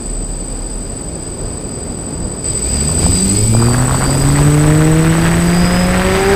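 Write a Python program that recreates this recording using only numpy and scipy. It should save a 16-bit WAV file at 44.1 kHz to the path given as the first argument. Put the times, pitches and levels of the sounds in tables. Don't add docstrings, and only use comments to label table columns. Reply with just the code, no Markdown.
import sys
import numpy as np
from scipy import signal
from scipy.fft import rfft, irfft, next_fast_len
from scipy.io import wavfile
from scipy.ndimage import uniform_filter1d

SR = 44100
rng = np.random.default_rng(int(sys.argv[2]) if len(sys.argv) > 2 else 0)


def ratio(d):
    e = np.asarray(d, float) / 20
    return 10 ** e


def wav_out(sig):
    wavfile.write(sys.argv[1], SR, np.round(np.clip(np.atleast_2d(sig).T, -1, 1) * 32767).astype(np.int16))


N = 280035

# (time [s], blade rate [Hz], thump level [dB])
ROTORS = [(2.4, 38.07, -34), (2.5, 46.15, -34), (2.66, 61.47, -20), (2.84, 73.8, -12), (3.0, 82.3, -17.5),
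          (3.21, 94.14, -11.5), (3.38, 103.9, -10), (3.5, 110.3, -12), (3.7, 120.4, -12.5),
          (3.81, 124.6, -14), (4.0, 131.7, -17), (4.16, 137.2, -14), (4.4, 144.5, -11),
          (4.91, 157.7, -11.5), (5.59, 175.1, -10), (5.86, 180.5, -10.5), (6.02, 184.9, -12),
          (6.35, 199, -6)]
# (time [s], lag [blade passes])
ROTOR_LAG = [(2.5, .15), (2.68, .24), (2.88, .42), (3.08, .27), (3.21, .5), (3.3, .58), (3.39, .76),
             (3.47, .84), (3.66, 1), (3.78, 1.15), (4.18, 1.15), (4.5, 1.08), (4.91, 1), (5.25, .835),
             (5.58, .82), (5.8, .75), (5.96, .73), (6.3, .47)]
# (chop at rest [Hz], drift by the end [Hz], idle blade rate [Hz],
# speed factor in flight [1], time to reach it [s])
CONTROLLERS = [
    (8021.9, .6, 35.2, 1.0, 1.1),
    (8033.8, 1.2, 39.15, 1.05, 1),
    (8050.2, .8, 39.3, .885, 1),
    (8076.6, 1.8, 39.4, 1.001, .2),
]
# (idle [dB], flight [dB], magnet orders [dB])
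FRINGE_REACH = [
    (9.5, 4, 0.5),
    (8, -14, -12),
    (-22, 4, -15),
    (-17, -7, -6),
]
# (first [dB], sag at mid-idle [dB], end of idle [dB], spin-up [dB], flight
# [dB])
CHOP_SHARES = [
    (1, -4.5, -5, -1.1, -.8),
    (-5, 0, 2.3, 2.6, -1.6),
    (-2.8, .3, -4.8, -4.1, -6.5),
    (3.5, -1, -.2, 0, 0),
]
# (start [s], end [s])
LOAD_TRADE_S = (2.8, 3.15)
# (time [s], level [dB])
COMMON_LEVEL = [(0, -33.5), (2.441, -33.5), (2.444, -25.4), (2.8, -25.2), (3.15, -20.8), (3.35, -21.3),
                (3.45, -22.7), (3.56, -25.7), (3.7, -26.7), (4, -26.3), (4.3, -27.1), (4.6, -29.3), (5, -31.4),
                (5.4, -31.1), (6.1, -33.4), (6.35, -33.4)]
SIDE_ORDERS = [-35, -28, -14, -7, -3, -2, -1, 1, 2, 3, 4, 5, 6, 7]
SIDE_DB = [-30, -27, -30, -16, -26, -24, -17, -17, -19, -19, -22, -24, -26, -18]
# (base [Hz], order of front blade rate [1])
WHINE_ORDERS = [(0, 39), (8050, -46), (8050, -35), (0, 42), (0, 48), (0, 21), (8050, -28), (0, 35), (0, 37),
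                (0, 28), (0, 28), (8050, -21), (0, 63), (0, 47), (8050, -25), (0, 32.6), (0, 26.3),
                (8050, -18), (0, 25.6), (0, 42), (16100, -21)]
# (middle [s], half length [s], level [dB])
WHINE_SWELLS = [(2.67, .2, -47), (2.77, .1, -34), (3.15, .17, -32), (3.36, .4, -39.5), (3.38, .1, -36),
                (3.52, .42, -40), (3.66, .21, -32), (4.1, .24, -30), (4.11, .17, -37), (5.26, .16, -40),
                (5.68, .36, -29.5), (3.23, .12, -42), (3.33, .08, -44), (3.4, .08, -39), (4.34, .1, -39),
                (4.58, .12, -44), (5.58, .15, -41), (5.97, .16, -43), (6.2, .22, -40), (4.5, .25, -48),
                (2.72, .42, -59)]
# (frequency [Hz], width [Hz], level [dB])
FRAME_RINGS = [
    (2360, 500, 2),
    (4540, 75, 15),
    (4830, 260, 20),
    (8000, 1400, -1),
]
# (middle [s], half length [s], lift [dB])
SHAKES = [(2.5, 0.18, -1), (2.61, .04, -1), (2.78, 0.19, 4), (3.03, 0.062, 4), (3.15, 0.088, -0.5),
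          (3.37, 0.057, -2), (3.7, 0.18, 5), (3.95, .06, 6), (4.09, .13, 2), (4.35, 0.14, 8.5),
          (5.23, 0.084, 8), (5.6, 0.14, 5), (6.2, 0.24, 16)]
# (frequency [Hz], density [dB/Hz])
HISS_SPECTRUM = [(1500, -23), (2500, -2), (5000, -3.5), (7500, -6), (9500, -5.5), (12000, -8.5),
                 (14300, -10), (16000, -6)]
# (frequency [Hz], gain [dB])
IDLE_TINT = [(20, -4), (10000, 0.5), (13500, -3.5), (14700, 3), (20000, 1)]
# (frequency [Hz], density [dB/Hz])
BUFFET_SPECTRUM = [(15, 3), (30, 0), (60, 0), (110, -1.5), (200, -9), (400, -43)]
# (middle [s], half length [s], level [dB])
GUSTS = [(.05, 0.14, -29), (1.4, 0.73, -28.5), (2.26, 0.14, -17.5), (2.52, 0.12, -21), (2.74, 0.081, -14),
         (3.06, 0.077, -8), (3.45, 0.19, -16), (3.76, 0.079, -18), (4.3, 0.32, -16), (4.97, 0.092, -16),
         (5.26, 0.11, -18), (5.65, 0.044, -18), (5.93, 0.16, -16)]
# (frequency [Hz], density [dB/Hz])
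SURF_SPECTRUM = [(26, -39), (45, -6), (60, -6.5), (161, -8), (222, -10), (248, -8.5), (317, -11.5),
                 (383, -11), (1820, -35.5), (4000, -50), (5200, -46), (8800, -120)]
# (time [s], level [dB])
WASH = [(0, -28.5), (.45, -30), (.8, -28), (1.05, -29), (1.5, -26.5), (2.0, -27.5), (2.35, -26.5),
        (2.6, -28), (2.9, -22.5), (3.5, -26), (4.2, -21.5), (5.1, -26), (5.3, -23), (5.9, -25),
        (6.35, -23.5)]
# (frequency [Hz], density [dB/Hz])
DULL_SPECTRUM = [(200, -30), (450, -8), (800, 0), (1300, -2), (2000, -11), (3000, -26), (5000, -40)]
# (frequency [Hz], density [dB/Hz])
BRIGHT_SPECTRUM = [(250, -8), (600, -2.5), (1200, -2.5), (1900, -2.5), (2800, -10.5), (4500, -19),
                   (7000, -29), (10000, -52)]
# (middle [s], half length [s], level [dB])
PUFFS = [(3.625, 0.029, -24.5), (3.69, 0.045, -27), (3.745, 0.0081, -15), (3.87, 0.16, -24.5),
         (4.03, 0.043, -21), (4.42, 0.19, -26), (4.68, 0.077, -23), (4.81, 0.03, -27), (5.0, 0.082, -27.5),
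         (5.23, 0.22, -23.5), (5.7, 0.19, -25), (6.03, 0.19, -21), (6.2, 0.12, -21), (6.32, .04, -17.5)]
# (time [s], peak [dB], frequency [Hz])
SLAPS = [(3.029, -4, 590), (3.064, 2, 736), (3.126, -10, 633), (3.548, 2.5, 660), (3.567, -7, 1284),
         (3.601, -10, 786), (3.618, -6, 1090), (3.624, 0.5, 950), (3.669, -5, 1080), (3.684, -4, 956),
         (3.709, -8, 1180), (3.745, -0.5, 1520), (3.78, -8, 953), (3.801, -6, 657), (3.844, -9, 1010),
         (3.88, -4, 1135), (3.922, 0, 616), (3.944, 3.5, 930), (5.253, -3, 1568), (4.022, -2, 1209),
         (4.029, -2, 1133), (4.095, -3, 670), (4.154, -2, 686), (4.655, -8, 641.1), (5.342, -5, 1870),
         (6.017, -3, 1410), (4.286, -7, 973.5), (4.328, -7, 622), (4.39, 1, 778), (4.424, -7, 713)]
# (middle [s], half length [s], threshold lift [dB])
TREBLE_LOSSES = [(.2, .015, 7), (.42, .02, 7), (.66, .015, 7), (.85, .025, 7), (1.2, .09, 10),
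                 (1.62, .04, 10), (1.75, .04, 10), (2.22, .07, 9), (2.46, .02, 7), (2.76, .17, 10),
                 (3.22, .16, 11), (3.48, .03, 9), (3.7, .02, 9)]

THROTTLE_S = 2.443
SIDE_LEVEL_DB = -6
RATTLE_DB, RATTLE_SAG_DB, SPIN_CALM_DB = -9.5, -5.5, -2
HISS_DB, HISS_PER_DECADE_DB, HISS_FOLLOW = -50, 22, 0.55
IDLE_HZ, IDLE_THUMP_DB = 38.1, -24.5
IDLE_FADE_S, IDLE_DROP_DB = 0.93, -11
ORDER_STEP_DB, TOP_ORDER_DB, FAR_SHARE = -5.5, -6, 0.77
BUFFET_REST_DB, BUFFET_FLIGHT_DB, BUFFET_FROM_S = -42, -16.5, 2.96
DOWN_S, DOWN_DB, DOWN_RISE_DB_PER_S = 3.53, -27, 2
EARLY_WASH = 0.29
EDGE_HZ = 15300


def evened(x):
    return x / np.sqrt(np.mean(x ** 2) + 1e-20)


def curves(rows):
    s, *columns = np.transpose(rows)
    return [np.interp(np.arange(N) / SR, s, c) for c in columns]


def turns(hz):
    return 2 * np.pi * (np.cumsum(hz) / SR + rng.random())


def coloured(x, gain):
    size = next_fast_len(N)
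    spectrum = rfft(x, size) * gain(np.fft.rfftfreq(size, 1 / SR))
    return irfft(spectrum, size)[:N]


def shape(points):
    f, db = np.transpose(points)
    return lambda hz: ratio(np.interp(np.log(hz + 1), np.log(f + 1), db, -80, -80))


def wander(hz):
    return evened(coloured(rng.standard_normal(N), lambda f: np.exp(-(f / hz) ** 2)))


def noise(gain, lumpy_db, lump_hz):
    steady = coloured(rng.standard_normal(N), gain)
    return evened(steady * ratio(lumpy_db * wander(lump_hz)))


def swells(rows, base_db):
    t = np.arange(N) / SR
    power = ratio(base_db) ** 2
    for s, half, db in rows:
        power = power + ratio(db) ** 2 * np.clip(1 - ((t - s) / half) ** 2, 0, 1) ** 2
    return np.sqrt(power)


def blade_rate():
    flying = np.clip((np.arange(N) / SR - ROTORS[0][0]) / 0.12, 0, 1)
    return np.where(flying > 0, curves(ROTORS)[0], IDLE_HZ), flying


def blades(phase, flying):
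    thump_db, lag = curves(ROTORS)[1], curves(ROTOR_LAG)[0]
    faded = np.clip((np.arange(N) / SR - IDLE_FADE_S) / .08, 0, 1)
    idle_db = IDLE_THUMP_DB + IDLE_DROP_DB * faded + (3.5 + 3.5 * faded) * wander(6.7)
    idle = (1 - flying) * ratio(idle_db) * np.sin(phase)
    sway_db = .5 * wander(8)
    near, far = phase + np.pi * lag, phase - np.pi * lag
    thump = np.zeros(N)
    for k in range(5):
        pair = np.sin((k + 1) * near + 0.37) + FAR_SHARE * np.sin((k + 1) * far + 0.48)
        thump += ratio(ORDER_STEP_DB * k + TOP_ORDER_DB * (k == 4)) * pair
    flight = flying * ratio(thump_db + sway_db) * thump / (1 + FAR_SHARE)
    return np.sqrt(2) * (idle - flight)


def frame(hz):
    power = 1
    for f, width_hz, db in FRAME_RINGS:
        power = power + ratio(db) ** 2 / (1 + (2 * (hz - f) / width_hz) ** 2) ** 2
    return np.sqrt(power)


def chop_levels():
    t = np.arange(N) / SR
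    common_db = curves(COMMON_LEVEL)[0]
    idle_part = np.clip(t / THROTTLE_S, 0, 1)
    traded = np.interp(t, LOAD_TRADE_S, (0, 1))
    levels = []
    for first, sag, last, spin_up, flight in CHOP_SHARES:
        idle_db = first + (last - first) * idle_part + sag * np.sin(np.pi * idle_part)
        flight_db = spin_up + (flight - spin_up) * traded
        levels.append(common_db + np.where(idle_part < 1, idle_db, flight_db))
    return levels


def motors(rate, phase):
    t = np.arange(N) / SR
    since = t - THROTTLE_S
    jolt_db = 4 * (since > 0) * np.exp(-abs(since) / 0.021)
    tones, fringe = np.zeros(N), np.zeros(N)
    for controller, reach, level_db in zip(CONTROLLERS, FRINGE_REACH, chop_levels()):
        chop_hz, drift_hz, idle_hz, factor, settle_s = controller
        idle_db, flight_db, magnet_db = reach
        chop = turns(chop_hz + np.linspace(0, drift_hz, N))
        settled = np.clip(since / settle_s, 0, 1)
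        speed_hz = (settled * factor + (1 - settled) * idle_hz / IDLE_HZ) * rate
        rotor = turns(speed_hz * (1 + 0.00114 * wander(6.3)))
        sides = np.zeros(N)
        for k, db in zip(SIDE_ORDERS, SIDE_DB):
            sides += ratio(db + magnet_db * (k % 7 == 0)) * np.cos(chop + k * rotor + k * k)
        tones += ratio(level_db + jolt_db) * np.cos(chop)
        reach_db = np.where(since > 0, flight_db, idle_db)
        fringe += ratio(level_db + SIDE_LEVEL_DB + reach_db) * sides
    braid = ratio(2.5 * wander(30)) * (1 + .35 * np.cos(phase))
    for (base_hz, k), (s, half, db) in zip(WHINE_ORDERS, WHINE_SWELLS):
        on = abs(t - s) < half
        swell = (1 - ((t[on] - s) / half) ** 2) ** 2 * braid[on]
        tones[on] += ratio(db) * swell * np.cos(2 * np.pi * base_hz * t[on] + k * phase[on])
    return np.sqrt(2) * (tones + coloured(fringe, frame))


def whirr(rate, phase, flying):
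    common_db = curves(COMMON_LEVEL)[0]
    fast = np.clip((rate - 100) / 40, 0, 1)
    rattle_db = common_db + RATTLE_DB + SPIN_CALM_DB * flying + fast * RATTLE_SAG_DB
    hiss_db = HISS_DB + HISS_PER_DECADE_DB * np.log10(rate / 46) + HISS_FOLLOW * (common_db + 22.5)
    edges = shape([(500, -49), (1100, -1), (3500, -2), (6500, -6.0), (8600, 3.5), (9300, -18)])
    rattle = noise(lambda hz: frame(hz) * edges(hz), 0.9, 19)
    hiss = noise(shape(HISS_SPECTRUM), 1.0, 280) * (1 + 0.24 * flying * np.cos(phase))
    hiss = flying * hiss + (1 - flying) * coloured(hiss, shape(IDLE_TINT))
    return ratio(rattle_db + 2.76) * swells(SHAKES, 0) * rattle + ratio(hiss_db + 10.5) * hiss


def wind():
    base_db = np.where(np.arange(N) / SR < BUFFET_FROM_S, BUFFET_REST_DB, BUFFET_FLIGHT_DB)
    wash_db = curves(WASH)[0] + .6 * wander(5)
    buffet = ratio(-4.0) * swells(GUSTS, base_db) * noise(shape(BUFFET_SPECTRUM), 1.8, 21)
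    return buffet + ratio(wash_db + 3) * noise(shape(SURF_SPECTRUM), 0.27, 33)


def downwash(rate, phase):
    since = np.arange(N) / SR - DOWN_S
    early = EARLY_WASH * np.clip((rate - 40) / 35, 0, 1)
    onset = np.clip(since / 0.12, early, 1)
    full = np.clip((rate - 122) / 40, 0, 1)
    gate = .2 + .55 * full + np.exp(3 * (np.cos(phase - .6) - 1))
    gate *= ratio((3.5 - 2.0 * full) * wander(120))
    burst = gate / uniform_filter1d(gate ** 2, 8000) ** .5 * rng.standard_normal(N)
    dull = evened(coloured(burst, shape(DULL_SPECTRUM)))
    bright = evened(coloured(burst, shape(BRIGHT_SPECTRUM)))
    out = (1 - full) * dull + full * bright
    out *= onset * swells(PUFFS, DOWN_DB + DOWN_RISE_DB_PER_S * since)
    t = np.arange(170) / SR
    for s, peak_db, hz in SLAPS:
        at = round(s * SR)
        slap = np.hanning(len(t)) ** 2 * np.cos(2 * np.pi * hz * (t - t.mean()))
        out[at:at + len(t)] -= ratio(peak_db - 7.0) * slap
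    return out


def masked(x):
    hz, t, z = signal.stft(x, SR, nperseg=1024)
    power = uniform_filter1d(uniform_filter1d(abs(z) ** 2, size=4, axis=1), size=2, axis=2)
    chop_power = power[:, (hz > 7900) & (hz < 8200)].max(axis=1)
    tone = uniform_filter1d(chop_power, size=7, axis=1)[:, None]
    lift_db = sum(db * (abs(t - s) < half) for s, half, db in TREBLE_LOSSES)
    shadow_db = -42 - 9 * (abs(hz - 9300) / 2200) ** 2
    loud = power > tone * ratio(shadow_db[:, None] + lift_db) ** 2
    keep = loud | (hz < 8750)[:, None] | (hz > 11600)[:, None]
    return signal.istft(z * keep, SR, nperseg=1024)[1][:, :N]


def scene():
    rate, flying = blade_rate()
    phase = turns(rate)
    drone = blades(phase, flying) + motors(rate, phase) + whirr(rate, phase, flying)
    return (drone + wind() + downwash(rate, phase))[None]


def top_cut(x):
    return signal.sosfilt(signal.butter(12, 15760, fs=SR, output="sos"), x)


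def record(dry):
    low_pass = signal.firwin(2001, EDGE_HZ, window=("kaiser", 8), fs=SR)
    limited = signal.oaconvolve(masked(dry), low_pass[None], "same")
    mix = np.clip(0.99 * limited, -1, 1)
    return top_cut(mix)


dry = scene()
out = record(dry)
wav_out(out)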